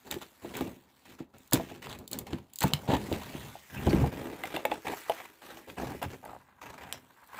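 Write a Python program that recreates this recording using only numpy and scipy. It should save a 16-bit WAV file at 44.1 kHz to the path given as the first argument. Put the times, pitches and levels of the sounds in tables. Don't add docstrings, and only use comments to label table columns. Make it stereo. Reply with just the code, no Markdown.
import sys
import numpy as np
from scipy import signal
from scipy.fft import rfft, irfft, next_fast_len
from scipy.io import wavfile
from scipy.ndimage import uniform_filter1d, map_coordinates

SR = 44100
rng = np.random.default_rng(int(sys.argv[2]) if len(sys.argv) > 2 else 0)


def wrap_up_sound(samples):
    columns = np.atleast_2d(samples).T
    tamed = np.clip(columns, -1, 1)
    steps = np.round(tamed * 32767).astype(np.int16)
    wavfile.write(sys.argv[1], SR, steps)


N = 325899

# freq_hz, relative_db
HUSH_COLOUR = [(30, -38), (75, -18), (820, 25), (5300, -30.5), (16000, -43)]
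HUSH_DB = -78
ROOM_T60_S, ROOM_WET_DB = 0.16, -15

# freq_hz, gain_db
OVERALL_TONE = [(30, -18.5), (70, -4), (200, -2.5), (4000, 13.5), (5300, 12.5), (7400, 12.5), (9700, 8.5),
                (15500, 16.5), (16100, -28.5)]
TOP_HZ = 16900
# freq_hz, left_minus_right_db
BODY_SHADE = [(60, 0), (250, -2.5), (900, 2), (2400, -5), (4400, -3.5), (8100, 1.5), (15000, -5.5)]
TURN_S, TURN_LENGTH_S = 3.55, 0.18
LEFT_LEAD = (0.266, 0.084)

# time_s, level_db
RUB_LEVEL = [(6.2, -90.5), (6.4, -69), (7.02, -76.5), (7.31, -62.5), (7.36, -53), (7.39, -55)]
RUB_HZ = 1240

# time_s, rustle_db (before the hand's load scales it)
BRUSH_LEVEL = [(0, -55.5), (.55, -54), (.85, -62.5), (1.13, -54.5), (1.27, -75.5), (1.42, -57),
               (2.3, -69.5), (2.76, -58), (3.25, -52), (3.7, -49), (4.0, -56), (4.75, -62.5), (5.0, -48),
               (5.25, -56), (6.0, -58), (6.5, -65), (6.8, -68.5), (7.39, -52.5)]
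BUSY_DB, BRUSH_REST_DB = -52, -12.5
PATCHY_DB = 2.5

# start_s, length_s, level_db, pitch_hz
EDGE_SQUEAKS = [(3.759, 0.041, -52, 2570), (3.89, 0.018, -40, 5670), (3.891, 0.023, -48, 4500)]
SQUEAK_T60_S = 0.014

# start_s, peak_db
BRIGHT_TICKS = [(0.5685, -33.5), (1.383, -49.5), (1.476, -53), (1.511, -42.5), (1.543, -21.5), (1.988, -47),
                (2.077, -38.5), (2.114, -33.5), (2.1312, -28), (2.188, -28), (2.535, -43.5), (2.558, -36),
                (2.587, -33), (2.606, -28), (2.629, -26.5), (2.6367, -25), (3.948, -42), (6.251, -46),
                (7.2734, -51)]
# start_s, peak_db (of the fold), pitch_hz, spit_db (bright, re fold peak)
FOLD_CRACKS = [(0.112, -29, 3900, -1), (0.142, -31.5, 2330, -7), (0.6089, -24, 1280, -16),
               (1.533, -32, 3700, 18), (1.87, -28.5, 1150, -28), (1.928, -31.5, 2260, -15),
               (2.3323, -26.5, 2080, -27), (2.6795, -38, 2350, -1), (2.7356, -12, 2920, -15.5),
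               (2.9281, -36, 2720, -25), (3.127, -26, 2740, -15), (3.9305, -26.5, 2140, -17),
               (4.437, -25, 2070, -11.5), (4.564, -24, 2630, -14), (4.6529, -19.5, 2150, -12.5),
               (4.7164, -25, 2630, -21), (5.097, -28.5, 2760, -9), (5.7, -36, 2580, -22),
               (6.0279, -30.5, 2750, -3.5), (6.9261, -18.5, 5480, -16)]
CRACK_T60_S, CRACK_SPREAD_OCT = (0.005, 0.013), 0.36

# freq_hz, relative_db
BOARD_MODES = [(88, 11.5), (140, 8.5), (205, -1), (255, 1), (335, 3), (405, -3.5), (490, 0), (575, -2),
               (670, 5.5), (750, 2.5), (840, 7.5), (1050, 3.5), (1500, 8), (1850, 7.5), (2200, 0.5)]

# start_s, peak_db, ring_centre_hz
FLAP_KNOCKS = [(0.163, -28, 312), (0.446, -31, 293), (0.609, -21.5, 322), (1.204, -26, 252),
               (1.536, -14.5, 255), (1.598, -28.5, 505), (1.713, -37, 420), (2.329, -22.5, 197),
               (2.638, -22, 850), (2.643, -12.5, 206), (2.733, -21, 155), (2.89, -16.5, 240),
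               (2.927, -13.5, 230), (3.116, -19.5, 274), (3.349, -24, 230), (3.554, -37.5, 610),
               (3.872, -10.5, 237), (3.932, -9.5, 222), (4.036, -19.5, 151), (4.04, -26, 650),
               (4.44, -34, 745), (4.567, -29, 600), (4.651, -19.5, 556), (4.717, -24.5, 650),
               (5.097, -18.5, 556), (5.828, -26, 394), (6.025, -29, 680), (6.058, -26.5, 86.5)]
JUDDER_STARTS = [6.241, 6.261, 6.289, 6.315, 6.332, 6.349, 6.364]
JUDDER_DB, JUDDER_HZ, JUDDER_T60_S = -42, 700, 0.05
KNOCK_T60_S = 0.115

# time_s, pitch_hz
WALL_PITCH_CURVE = [(0, 263), (3.9, 181), (4.06, 160), (4.4, 428), (5.6, 316), (5.8, 207)]
# time_s, bend_db (re stroke)
SQUEEZE_CURVE = [(0, 10.5), (2.4, 15.5), (2.7, 3.5), (3.76, 17.5), (3.84, 25.5), (4.05, 29.5), (4.16, 9),
                 (4.5, -9), (5.3, -5.5), (5.7, 7), (7.39, 2)]
FLEX_ATTACK_S, FLEX_RELEASE_S, FLEX_REST_DB = 0.042, 0.054, -68
WALL_T60_S = 0.07

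# start_s, length_s, level_db, hiss_db (fibres, re stroke)
FINGER_STROKES = [(0.045, 0.039, -52.5, -9), (0.105, 0.038, -42, 0), (0.21, 0.022, -51, 6),
                  (0.415, 0.31, -55, -24), (0.537, 0.041, -44, 2), (0.582, 0.084, -44, -10),
                  (1.05, 0.088, -62, 2), (1.184, 0.038, -56.5, 0), (1.332, 0.028, -56.5, -7),
                  (1.521, 0.045, -32.5, -1.5), (1.596, 0.18, -57, 1.5), (1.818, 0.14, -55, 7),
                  (1.986, 0.031, -47, -20), (2.103, 0.11, -51.5, -2), (2.253, 0.13, -53.5, -1.5),
                  (2.603, 0.087, -41.5, 3), (2.68, 0.28, -49.5, -35.5), (2.876, 0.071, -29.5, -21),
                  (2.923, 0.035, -30, -13.5), (2.978, 0.13, -43.5, -11.5), (3.113, 0.058, -37, -12),
                  (3.185, 0.3, -53.5, -2.5), (3.696, 0.45, -56, -6.5), (3.825, 0.25, -48.5, -1.5),
                  (4.118, 0.3, -42.5, -12.5), (4.426, 0.067, -44.5, -1.5), (4.503, 0.097, -38, -9.5),
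                  (4.623, 0.079, -42.5, -32), (4.694, 0.079, -39, -9.5), (4.846, 0.087, -35.5, -12),
                  (5.062, 0.19, -51.5, -1), (5.411, 0.19, -54, -1), (5.671, 0.041, -47.5, -10),
                  (5.768, 0.15, -40.5, -9), (5.921, 0.042, -42.5, -19), (6.015, 0.034, -35, -9),
                  (6.1, 0.046, -44, -8), (6.227, 0.11, -51.5, -16), (6.61, 0.15, -52, -1),
                  (6.778, .2, -54, -1.5), (7.325, 0.099, -58, 1.5)]
GRIP_ATTACK_S, GRIP_RELEASE_S = 0.007, 0.014
GRIP_SAG = 0.6
FIRM_DB, FIRM_HZ, LIGHT_OCT_PER_DB = -50.5, 620, 0.2
TOUCH_WANDER_DB = 3.2
SCRAPE_T60_S = 0.02


def undb(db):
    return 10 ** (np.asarray(db) / 20)


def unit(x):
    return x / np.sqrt(np.mean(x ** 2))


def colour(x, table):
    hz, db = np.transpose(table)
    size = next_fast_len(x.shape[-1])
    f = np.maximum(np.fft.rfftfreq(size, 1 / SR), 1)
    gain = undb(np.interp(np.log(f), np.log(hz), db))
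    return irfft(rfft(x, size) * gain, size)[..., :x.shape[-1]]


def ring(x, hz, t60):
    pole = np.exp(2j * np.pi * hz / SR - np.log(1000) / (t60 * SR))
    return signal.lfilter([pole.imag], [1, -2 * pole.real, abs(pole) ** 2], x)


def near(hz, centre_hz, octaves):
    return 1 / (1 + (np.log2(hz / centre_hz) / octaves) ** 2) ** 2


def add(out, x, s, gains):
    i = int(s * SR)
    out[:, i:i + len(x)] += np.outer(gains, x)[:, :N - i]


def slips(per_s, spread_db, burst_ms, steady, channels=1):
    when, size = rng.random(N), rng.exponential(size=N)
    noise = rng.standard_normal((channels, N))
    kicks = (when < per_s / SR) * undb(spread_db * np.minimum(size, 2.4))
    force = signal.lfilter([1], [1, -np.exp(-1000 / (burst_ms * SR))], kicks) + steady
    return noise * force / np.sqrt(uniform_filter1d(force ** 2, int(0.07 * SR)))


def patchy(x):
    _, _, z = signal.stft(x, nperseg=512)
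    field = rng.standard_normal(z.shape[1:])
    for axis in (0, 1):
        field = uniform_filter1d(field, size=9, axis=axis)
    z = z * undb(PATCHY_DB * unit(field))
    return unit(signal.istft(z, nperseg=512)[1][:, :N])


def grip(t, length, attack, release):
    hold = 1 - np.exp(-t / attack)
    return hold * np.exp(-GRIP_SAG * t / length - np.maximum(t - length, 0) / release)


def hand_load(t):
    coarse = t[::SR // 1000]
    power = 0
    for s, length, db, _ in FINGER_STROKES:
        since = np.maximum(coarse - s, 0)
        power = power + (undb(db) * grip(since, length, FLEX_ATTACK_S, FLEX_RELEASE_S)) ** 2
    return np.interp(t, coarse, np.sqrt(power))


def hush():
    mid, side = rng.standard_normal((2, N))
    noise = colour(mid + 0.5 * np.array([side, -side]), HUSH_COLOUR)
    return undb(HUSH_DB) * unit(noise)


def room(x):
    t = np.arange(int(0.3 * SR)) / SR
    fall = np.exp(-np.log(1000) * t / ROOM_T60_S) * (t > 0.002)
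    tail = rng.standard_normal((2, len(t))) * fall
    tail = colour(tail, [(150, -10.0), (1000, -2.0), (8000, -10.0)])
    tail /= np.sqrt((tail ** 2).sum(1, keepdims=True))
    return undb(ROOM_WET_DB) * signal.fftconvolve(x, tail, axes=1)[:, :N]


def faint_rub(rub_db):
    force = slips(170, 7.2, 8.5, 0.39)
    modes = sum(near(hz, RUB_HZ, 0.1) * ring(force, hz, SCRAPE_T60_S / 2) for hz, _ in BOARD_MODES[8:14])
    return undb(rub_db) * unit(modes)


def rustle(level):
    common, left, right = slips(300, 2.4, 1.0, 1.0, channels=3)
    hiss = common + 16.0 * np.array([left, right])
    return level * patchy(colour(hiss, [(2000, 6.0), (5000, -7.0), (16000, -7.5)]))


def squeaks():
    out = np.zeros((1, N))
    noises = rng.standard_normal((len(EDGE_SQUEAKS), SR // 10))
    for (s, length, level_db, hz), noise in zip(EDGE_SQUEAKS, noises):
        x = unit(ring(noise, hz, SQUEAK_T60_S))[:int(length * SR)]
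        add(out, x * np.sqrt(np.hanning(len(x))), s, [undb(level_db)])
    return out


def breaks(count):
    size = int(0.06 * SR)
    t = np.arange(size) / SR
    spit_noise, push_noise, chance = rng.standard_normal((count, 3, size)).transpose(1, 0, 2)
    crumb_db = 4 * np.repeat(chance, int(SR / 2000), axis=1)[:, :size]
    crumbs = undb(crumb_db) * np.exp(-t / 0.012)
    burst = (1 - np.exp(-t / 0.0003)) * np.exp(-t / 0.0014)
    treble = signal.butter(2, 2900, "high", fs=SR, output="sos")
    spit = signal.sosfilt(treble, spit_noise * (burst + 0.075 * crumbs))
    spit /= np.abs(spit).max(1, keepdims=True)
    push = (t == 0) + push_noise * (0.06 * burst + 0.006 * crumbs)
    return spit, push, chance


def snaps():
    out = np.zeros((1, N))
    for (s, peak_db), spit in zip(BRIGHT_TICKS, breaks(len(BRIGHT_TICKS))[0]):
        add(out, spit, s, [undb(peak_db)])
    for (s, peak_db, hz, spit_db), spit, push, chance in zip(FOLD_CRACKS, *breaks(len(FOLD_CRACKS))):
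        t60 = CRACK_T60_S[int(s > TURN_S and hz < 4000)]
        fold = 0
        for k, detune in zip(range(-2, 3), chance[::-1]):
            mode_hz = hz * 2 ** (CRACK_SPREAD_OCT * (k + 0.15 * detune))
            fold = fold + ring(push, mode_hz, t60) / (1 + k * k)
        add(out, fold / np.abs(fold).max() + undb(spit_db) * spit, s, [undb(peak_db)])
    return out


def knocks():
    out = np.zeros((1, N))
    mode_hz, mode_db = np.array(BOARD_MODES).T[:, :, None]
    t = np.arange(int(0.25 * SR)) / SR
    blows = [(*knock, KNOCK_T60_S) for knock in FLAP_KNOCKS]
    blows += [(s, JUDDER_DB, JUDDER_HZ, JUDDER_T60_S) for s in JUDDER_STARTS]
    chance = rng.standard_normal((len(blows), 3, len(BOARD_MODES), 1))
    for (s, peak_db, hz, t60), (bend, gain, phase) in zip(blows, chance):
        f = mode_hz * (1 + 0.029 * bend)
        weight = undb(mode_db + 3 * gain) * near(f, hz, 0.95)
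        mode_t60 = t60 / (1 + (f / 650) ** 1.4)
        fall = np.exp(-np.log(1000) * t / mode_t60)
        modes = weight * fall * np.sin(2 * np.pi * f * t + 1.06 * phase)
        soft_onset = 1 - np.exp(-t * hz * 2.0)
        x = modes.sum(0) * soft_onset
        add(out, x / np.abs(x).max(), s, [undb(peak_db)])
    return out


def walls(flex, wall_hz):
    force = slips(100, 0.72, 1.2, 0.71)
    boom = 0
    for hz, db in BOARD_MODES:
        if hz < 450:
            boom = boom + undb(db) * near(hz, wall_hz, 0.71) * ring(force, hz, WALL_T60_S)
    boom /= np.sqrt(uniform_filter1d(boom ** 2, int(0.5 * SR)))
    thud = colour(rng.standard_normal((2, N)), [(35, -33.5), (75, 6.5), (130, -61.0)])
    return flex * (boom + undb(-4.5) * near(56, wall_hz, 2.5) * unit(thud))


def strokes():
    out = np.zeros((2, N))
    force, left, right = slips(220, 5.46, 3.1, 0.92, channels=3)
    hiss = force + 19.0 * np.array([left, right])
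    fibres = patchy(colour(hiss, [(700, 24.0), (2400, 21.9), (4500, 8.9), (16000, 0.96)]))
    chance = rng.standard_normal((len(FINGER_STROKES), len(BOARD_MODES), 16))
    for (s, length, level_db, hiss_db), draws in zip(FINGER_STROKES, chance):
        i = int(s * SR)
        t = np.arange(int((length + 0.08) * SR))[:N - i] / SR
        span = slice(i, i + len(t))
        centre_hz = FIRM_HZ * 2 ** (LIGHT_OCT_PER_DB * (FIRM_DB - level_db))
        body = 0
        for (hz, db), (bend, *wander) in zip(BOARD_MODES[4:], draws):
            drift = np.interp(t / 0.021, np.arange(len(wander)), wander)
            touch = undb(db / 2 + TOUCH_WANDER_DB * drift)
            t60 = SCRAPE_T60_S * np.sqrt(600 / hz)
            mode = ring(force[span] * touch, hz * (1 + 0.071 * bend), t60)
            body = body + (0.0081 + near(hz, centre_hz, 1.0)) * mode
        hold = undb(level_db) * grip(t, length, GRIP_ATTACK_S, GRIP_RELEASE_S)
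        out[:, span] += hold * (unit(body) + undb(hiss_db) * fibres[:, span])
    return out


def at_ports(box, t):
    bass = colour(box[1], [(700, -5.5), (2500, -16.0)])
    lead_ms = np.interp(t, [TURN_S, TURN_S + TURN_LENGTH_S], LEFT_LEAD)
    late = np.arange(N) - lead_ms * SR / 1000
    right = bass + map_coordinates(box[1] - bass, [late], order=3)
    return np.array([colour(box[0], BODY_SHADE), right])


def scene():
    t = np.arange(N) / SR

    def curve(table):
        return np.interp(t, *np.transpose(table))

    load = hand_load(t)
    flex = load * undb(curve(SQUEEZE_CURVE)) + undb(FLEX_REST_DB)
    busy = load / (load + undb(BUSY_DB)) + undb(BRUSH_REST_DB)
    box = faint_rub(curve(RUB_LEVEL)) + rustle(undb(curve(BRUSH_LEVEL)) * busy)
    box = box + squeaks() + snaps() + knocks()
    box = box + walls(flex, curve(WALL_PITCH_CURVE)) + strokes()
    return at_ports(box, t) + room(box) + hush()


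def record(dry):
    top_cut = signal.ellip(8, 0.2, 70, TOP_HZ, fs=SR, output="sos")
    return signal.sosfilt(top_cut, colour(dry, OVERALL_TONE))


dry = scene()
out = record(dry)
wrap_up_sound(out)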